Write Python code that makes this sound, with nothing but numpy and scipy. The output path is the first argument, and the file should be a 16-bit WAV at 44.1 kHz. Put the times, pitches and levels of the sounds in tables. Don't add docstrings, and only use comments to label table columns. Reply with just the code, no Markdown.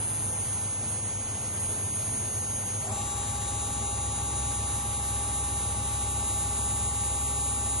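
import sys
import numpy as np
from scipy import signal
from scipy.fft import rfft, irfft
from scipy.io import wavfile
from scipy.ndimage import uniform_filter1d, minimum_filter1d

SR = 44100
rng = np.random.default_rng(int(sys.argv[2]) if len(sys.argv) > 2 else 0)


def makeup_ratio(level_db):
    decades = np.asarray(level_db, float) / 20
    return 10 ** decades


def to_wav(s):
    ch = np.atleast_2d(s).T
    pcm = np.round(np.clip(ch, -1, 1) * 32767)
    wavfile.write(sys.argv[1], SR, pcm.astype(np.int16))


N = 343980
TIME_S = np.arange(N) / SR
SWITCHING_HZ = 3200.0
SLOW_REV_HZ, FAST_REV_HZ = 2500 / 60, 4000 / 60


# shaft order [1], direct level/dB,
# path change for in-step wall echo [cm], same for table echo [cm]
IDLE_BESIDE_2 = [(-4, -49.7, 3.94, 1.7), (0, -60.0, 0.03, 0.29), (4, -46.2, 3.26, 1.73),
                 (48, -57.3, 3.07, 0.61)]
IDLE_BESIDE_3 = [(-10, -37.8, 0.95, 2.94), (-6, -52.7, 1.34, 3.48), (-2, -38.5, 2.8, 0.5),
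                 (2, -44.0, 2.99, 3.18), (6, -50.6, 2.51, 1.03), (10, -49.0, 1.62, 0.03)]
FAST_BESIDE_2 = [(-4, -54.0, 2.06, 1.32), (0, -60.9, 3.14, 1.09), (4, -49.9, 4.43, 3.96),
                 (8, -49.5, 0.22, 4.46), (12, -44.0, 2.8, 2.65), (16, -49.5, 2.23, 2.32),
                 (20, -57.4, 3.65, 2.52), (24, -58.1, 1.2, 0.45), (28, -59.9, 0.33, 3.37)]
FAST_BESIDE_3 = [(-18, -60.2, 2.14, 0.59), (-14, -59.8, 2.64, 1.55), (-10, -40.2, 3.67, 2.23),
                 (-6, -44.6, 2.67, 0.07), (-2, -42.4, 0.54, 3.43), (2, -45.0, 2.29, 3.21),
                 (6, -54.8, 1.51, 0.26), (10, -61.3, 0.66, 1.65), (18, -54.9, 0.21, 1.68)]
# switching multiple [1], shaft order [1], level/dB
IDLE_FAINT = [(1, -6, -64.1), (1, 6, -67.2), (2, 8, -59.1), (2, 12, -58.8), (3, -54, -59.5), (2, 24, -63.1),
              (2, 38, -59.4), (3, -38, -58.8), (2, 40, -59.1), (3, -36, -59.4), (2, 42, -61.4),
              (2, 44, -59.5), (2, 52, -57.9), (2, 56, -60.2), (3, -14, -57.9), (2, 64, -58.9)]
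FAST_FAINT = [(1, -7, -68.9), (1, -6, -58.6), (1, -5, -68.3), (1, -2, -68.4), (1, 2, -61.5), (1, 6, -55.8),
              (1, 10, -51.6), (1, 14, -59.3), (2, -12, -62.2), (2, -8, -60.2), (3, -34, -61.2),
              (3, 14, -58.8), (3, 22, -58.4), (3, 26, -76.5)]
TORQUE_TONES = [(3, -6), (2, 12), (2, 20), (2, 16), (3, 6), (2, -4), (3, -14), (2, 4), (3, 2)]
FAINT_TRIM_DB, TORQUE_DB = -1, -50


def motor(step, revs):
    out = np.zeros((2, N))
    idle = np.clip(1 - step / .75, 0, 1)
    settled = np.clip((step - .94) / .06, 0, 1)
    flutter = makeup_ratio(0.8 * drift(18.0))
    patterns = ((idle, SLOW_REV_HZ, IDLE_BESIDE_2, IDLE_BESIDE_3, IDLE_FAINT),
                (settled, FAST_REV_HZ, FAST_BESIDE_2, FAST_BESIDE_3, FAST_FAINT))
    for share, rev_hz, second, third, faint in patterns:
        heard = share > 0
        for multiple, tones in ((2, second), (3, third)):
            for order, db, wall_cm, table_cm in tones:
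                field = standing_field(multiple * SWITCHING_HZ + order * rev_hz, wall_cm, table_cm)
                rms = makeup_ratio(db) * (field * share * flutter)[heard]
                out[:, heard] += sideband(multiple, order, rms, revs, heard)
        for multiple, order, db in faint:
            rms = makeup_ratio(db + FAINT_TRIM_DB) * (share * flutter)[heard]
            out[:, heard] += sideband(multiple, order, rms, revs, heard)
    heard = (step > 0) & (step < 1)
    for multiple, order in TORQUE_TONES:
        sweep = makeup_ratio(5 * drift(20)[heard])
        rms = makeup_ratio(TORQUE_DB) * torque(step)[heard] * sweep
        out[:, heard] += sideband(multiple, order, rms, revs, heard)
    return out


# f/Hz, left lead [rad]
PORT_PHASE = [(2800, 1.0), (6000, -1.4), (6600, -.9), (7200, -1.8), (7500, -2.7), (8500, -2.85),
              (8950, -3.6), (11100, -4.7)]
# f/Hz, left-right level/dB
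PORT_BALANCE = [(2800, 0), (3300, 5), (3900, 1), (6200, 1), (6700, 0), (7200, 4.5), (8300, 0), (8900, -1.2)]


def sideband(multiple, order, rms, revs, heard):
    turns = multiple * SWITCHING_HZ * np.arange(N)[heard] / SR + order * revs[heard]
    mean_hz = (turns[-1] - turns[0]) * SR / len(turns)
    return stereo_tone(turns, rms, at_hz(PORT_BALANCE, mean_hz), at_hz(PORT_PHASE, mean_hz))


# t/s, echo path change off rear wall [cm], off table [cm]
HAND = [(0, 0, 0), (0.56, 0.54, 1.77), (1.12, 1.48, 1.92), (1.68, 1.0, 0.66), (2.24, 1.81, 1.04),
        (2.8, 1.95, 1.51), (3.36, 1.09, 1.16), (3.91, 1.11, 0.63), (4.47, 1.34, 0.48), (5.02, 2.7, -0.08),
        (5.58, 3.19, 0.23), (6.13, 4.31, 2.01), (6.69, 4.23, 2.37), (7.24, 4.12, 2.32), (7.8, 4.23, 2.5)]
ECHO_SHARE, SOUND_CM_PER_S = .7, 34300


def standing_field(hz, wall_cm, table_cm):
    s, *paths = np.transpose(HAND)
    coarse_s = np.arange(0, N + 64, 64) / SR
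    echoes = 0
    for path, crest in zip(paths, (wall_cm, table_cm)):
        extra_cm = np.interp(coarse_s, s, path) - crest
        echoes = echoes + np.exp(2j * np.pi * hz * extra_cm / SOUND_CM_PER_S)
    return np.interp(TIME_S, coarse_s, np.abs(1 + ECHO_SHARE * echoes))


def torque(step):
    return np.clip(np.sin(np.pi * step), 0, 1) ** .3


# f/Hz, width [Hz], level/dB
FRAME_MODES = [(213, 10, -45.5), (400, 3.7, -46.5), (630, 43, -45), (808, 44, -42), (1018, 13, -47.5)]
STRAIN_HISS_DB = -48


def strain(step):
    push = signal.lfilter([1 / 900], [1, 1 / 900 - 1], torque(step))
    shake = signal.lfilter([1 / 2600], [1, 1 / 2600 - 1], push)
    out = np.zeros((2, N))
    for hz, width_hz, db in FRAME_MODES:
        r = np.exp(-np.pi * width_hz / SR)
        poles = [1, -2 * r * np.cos(2 * np.pi * hz / SR), r * r]
        mode = signal.lfilter([1, 0, -1], poles, rng.standard_normal(N))
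        out += makeup_ratio(db) * shake * mode / mode.std()
    band = signal.butter(3, [6600, 9800], "band", fs=SR, output="sos")
    hiss = signal.sosfilt(band, rng.standard_normal((2, N)))
    hiss[1] = .5 * hiss[1] - 0.67 * hiss[0]
    return out + makeup_ratio(STRAIN_HISS_DB) * push * hiss / hiss.std()


# f/Hz at high speed, slow level/dB, fast level/dB,
# left-right level/dB, left lead [rad]
SHAFT_TONES = [(66.67, -62, -38.3, .4, 0), (266.67, -66, -57, 0, .3), (333.3, -70, -63, 0, .3),
               (400, -66, -58, 1.5, .3), (533.3, -72, -64, 2.5, .6), (800, -64, -55, 1.5, -.2),
               (819.85, -62, -43.6, 3.8, 1.15), (913.5, -70, -56, 1.5, 0), (1047, -72, -63, -2, .1),
               (1150.2, -66, -49.3, 9, .7), (1210, -70, -60, 5, 1.9), (1283.5, -72, -63, 3, .4),
               (4834, -85, -66, 4, .8), (4919, -85, -66, 2, .3)]


def shaft(step, revs):
    out = np.zeros((2, N))
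    for hz, slow_db, fast_db, pan_db, lead in SHAFT_TONES:
        rise = step ** (.7 if 700 < hz < 900 else 4)
        lag_db = -6 * np.exp(-np.maximum(TIME_S - 2.95, 0) / 0.76) * (hz < 100)
        rms = makeup_ratio(slow_db + (fast_db - slow_db) * rise + lag_db + 0.18 * drift(16.0))
        out += stereo_tone(revs * hz / FAST_REV_HZ, rms, pan_db, lead)
    return out


# f/Hz, level/dB, left-right level/dB, wander [dB]
SHOP_TONES = [(86.05, -50, .6, 1.5), (99.97, -43.5, .6, 1), (107.55, -44, 2, 1), (129.1, -50, .3, 1.3),
              (215.2, -61, .3, 2.5), (806, -58, 4, 2), (866.7, -61, 4, 2), (414.5, -60, 1, 2.5),
              (640.6, -63, 2, 2.5), (904.4, -65, 4, 2.5), (1000, -64, 6, 2.5)]


def workshop_hum():
    return sum(stereo_tone(hz * TIME_S, makeup_ratio(db + wander_db * drift(1.56)), pan_db, 0)
               for hz, db, pan_db, wander_db in SHOP_TONES)


# f/Hz, level/dB per Hz
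FANS = [(25, -83), (45, -68.5), (105, -63.5), (160, -69.5), (230, -68.5), (320, -74.5), (900, -75),
        (1500, -81)]
# f/Hz, level/dB per Hz
AIR = [(1500, -81.5), (2800, -84), (5600, -89), (7000, -82), (7900, -73.5), (9800, -77), (12300, -87)]
# f/Hz, likeness [-1..1]
PORT_LIKENESS = [(150, .97), (300, .8), (600, .35), (1500, .05),
                 (2800, .2), (4500, .7), (6500, .2), (7300, -.3), (7650, -.985), (9000, -.99), (9900, -.65),
            (11300, .55)]
# t/s, level/dB under 1.5 kHz, level/dB above
RUSH_LEVEL = [(0.0, 0.55, 1.77), (7.8, -0.5, 2.6)]


def rush():
    hz = np.maximum(np.fft.rfftfreq(N, 1 / SR), 1)
    alike = np.clip(at_hz(PORT_LIKENESS, hz), -1, 1)
    colour = makeup_ratio(at_hz(FANS + AIR[1:], hz)) * np.sqrt(SR / 4)
    mid, side = rfft(rng.standard_normal((2, N))) * colour
    ports = np.sqrt(1 + alike) * mid + np.sqrt(1 - alike) * side * [[1], [-1]]
    low_share = 1 / (1 + (hz / 1500) ** 4)
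    s, low_db, high_db = np.transpose(RUSH_LEVEL)
    low_gain = makeup_ratio(np.interp(TIME_S, s, low_db) + 0.19 * drift(7.1))
    high_gain = makeup_ratio(np.interp(TIME_S, s, high_db) + .5 * drift(19.0))
    low = irfft(ports * low_share, N) * low_gain
    high = irfft(ports * (1 - low_share), N) * high_gain
    return low * makeup_ratio([[.4], [-.4]]) + high


def stereo_tone(turns, rms, pan_db, lead):
    angle = 2 * np.pi * (turns + rng.random())
    left = makeup_ratio(pan_db / 2) * np.sin(angle + lead)
    right = makeup_ratio(-pan_db / 2) * np.sin(angle)
    return np.sqrt(2) * rms * np.array([left, right])


def drift(rate_hz):
    r = np.exp(-2 * np.pi * rate_hz * 40 / SR)
    slow = signal.lfilter([1], [1, -2 * r, r * r], rng.standard_normal(N // 40 + 2002))[2000:]
    return np.interp(np.arange(N) / 40, np.arange(len(slow)), slow / slow.std())


def at_hz(points, hz):
    table_hz, value = np.array(points)[:, 0], np.array(points)[:, 1]
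    return np.interp(np.log(hz), np.log(table_hz), value)


# t/s, share of the speed step done [0-1]
RUN_UP = [
    (2.785, 0),
    (2.85, .5),
    (2.915, .97),
    (2.975, 1),
]


def scene():
    step = np.clip(np.interp(TIME_S, *np.transpose(RUN_UP)), 0, 1)
    revs = np.cumsum(SLOW_REV_HZ + (FAST_REV_HZ - SLOW_REV_HZ) * step) / SR
    return motor(step, revs) + strain(step) + shaft(step, revs) + workshop_hum() + rush()


def during(s, spells):
    return np.any([(s >= start) & (s <= end) for start, end in spells], axis=0)


def cells(draw, shape):
    coarse = draw((shape[0] // 4 + 1, shape[1] // 3 + 1))
    return np.kron(coarse, np.ones((4, 3)))[:shape[0], :shape[1]]


# from t/s, to t/s
SHORTAGES = [(.56, .6), (.65, .89), (.96, 1.386), (2.7, 2.8), (3.74, 4.23), (4.27, 4.49), (4.56, 4.69),
             (6.88, 6.927)]
# from t/s, to t/s
LEAN_SPELLS = [(2.8, 3.74), (5.635, 6.16)]
# from t/s, to t/s
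CENTRE_LOST = [(.75, .8), (1.09, 1.19)]
# f/Hz, level/dB in a cell
CENTRE_FLOOR = [(1600, -70), (3000, -72.5), (5500, -74), (7300, -70), (7600, -73), (8800, -72), (9900, -63),
                (10300, -76)]
SIDE_FLOOR = [(1200, -81), (2000, -71), (2400, -72), (4500, -76.5), (5500, -79.5), (7100, -71.5),
              (7600, -58), (10300, -83)]
FRAME, TOP_EDGE_HZ, TOP_HZ, LEAN_SIDE_TOP_HZ = 1024, 10120, 11940, 11250
SKIPPED_SHARE, LEAN_HOLES, SHORTAGE_ISLANDS = .2, .4, .04
FLOOR_CHANCE_DB, SHORTAGE_RAISE_DB = 2.5, 7
MASKED_DB = -16
FLICKER_DB = 2.8


def thin_cells(dry):
    hz, s, parts = signal.stft([dry[0] + dry[1], dry[0] - dry[1]], SR, nperseg=FRAME)
    lean, short, top = during(s, LEAN_SPELLS), during(s, SHORTAGES), hz[:, None] > TOP_EDGE_HZ
    treble = hz > 7500
    skipped = np.repeat(rng.random(len(s)) < SKIPPED_SHARE, 2)[:len(s)] & ~lean
    ragged_hz = 500 * np.repeat(rng.random(len(s)), 2)[:len(s)]
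    kept = []
    for part, floor, lean_top_hz in zip(parts, (CENTRE_FLOOR, SIDE_FLOOR), (TOP_HZ, LEAN_SIDE_TOP_HZ)):
        luck = cells(rng.random, top.shape[:1] + s.shape)
        normal = ~skipped & ~(lean & (luck < LEAN_HOLES))
        allowed = ~top | np.where(short, luck < SHORTAGE_ISLANDS, normal)
        allowed &= hz[:, None] < np.where(lean, lean_top_hz, TOP_HZ) - ragged_hz
        smooth = uniform_filter1d(np.abs(part) / 2, size=3, axis=1)
        strength = -minimum_filter1d(-smooth, size=3, axis=0)
        masked = -minimum_filter1d(-strength, size=13, axis=0) * makeup_ratio(MASKED_DB)
        needed_db = at_hz(floor, hz + 1)[:, None] + FLOOR_CHANCE_DB * cells(rng.standard_normal, luck.shape)
        needed_db = needed_db + SHORTAGE_RAISE_DB * np.outer(treble & (floor is CENTRE_FLOOR), short)
        strong = strength > np.maximum(makeup_ratio(needed_db), masked)
        kept.append(allowed & (strong | (hz[:, None] < 1200)))
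    kept[0] &= ~np.outer(treble, during(s, CENTRE_LOST))
    parts[0] *= makeup_ratio(FLICKER_DB * cells(rng.standard_normal, luck.shape) * treble[:, None])
    mid, side = signal.istft(parts * kept, SR, nperseg=FRAME)[1][:, :N] / 2
    return np.array([mid + side, mid - side])


def roll_off(x):
    return signal.sosfilt(signal.butter(12, 12800, fs=SR, output="sos"), x)


def record(dry):
    mix = thin_cells(dry)
    return roll_off(mix)


dry = scene()
out = record(dry)
to_wav(out)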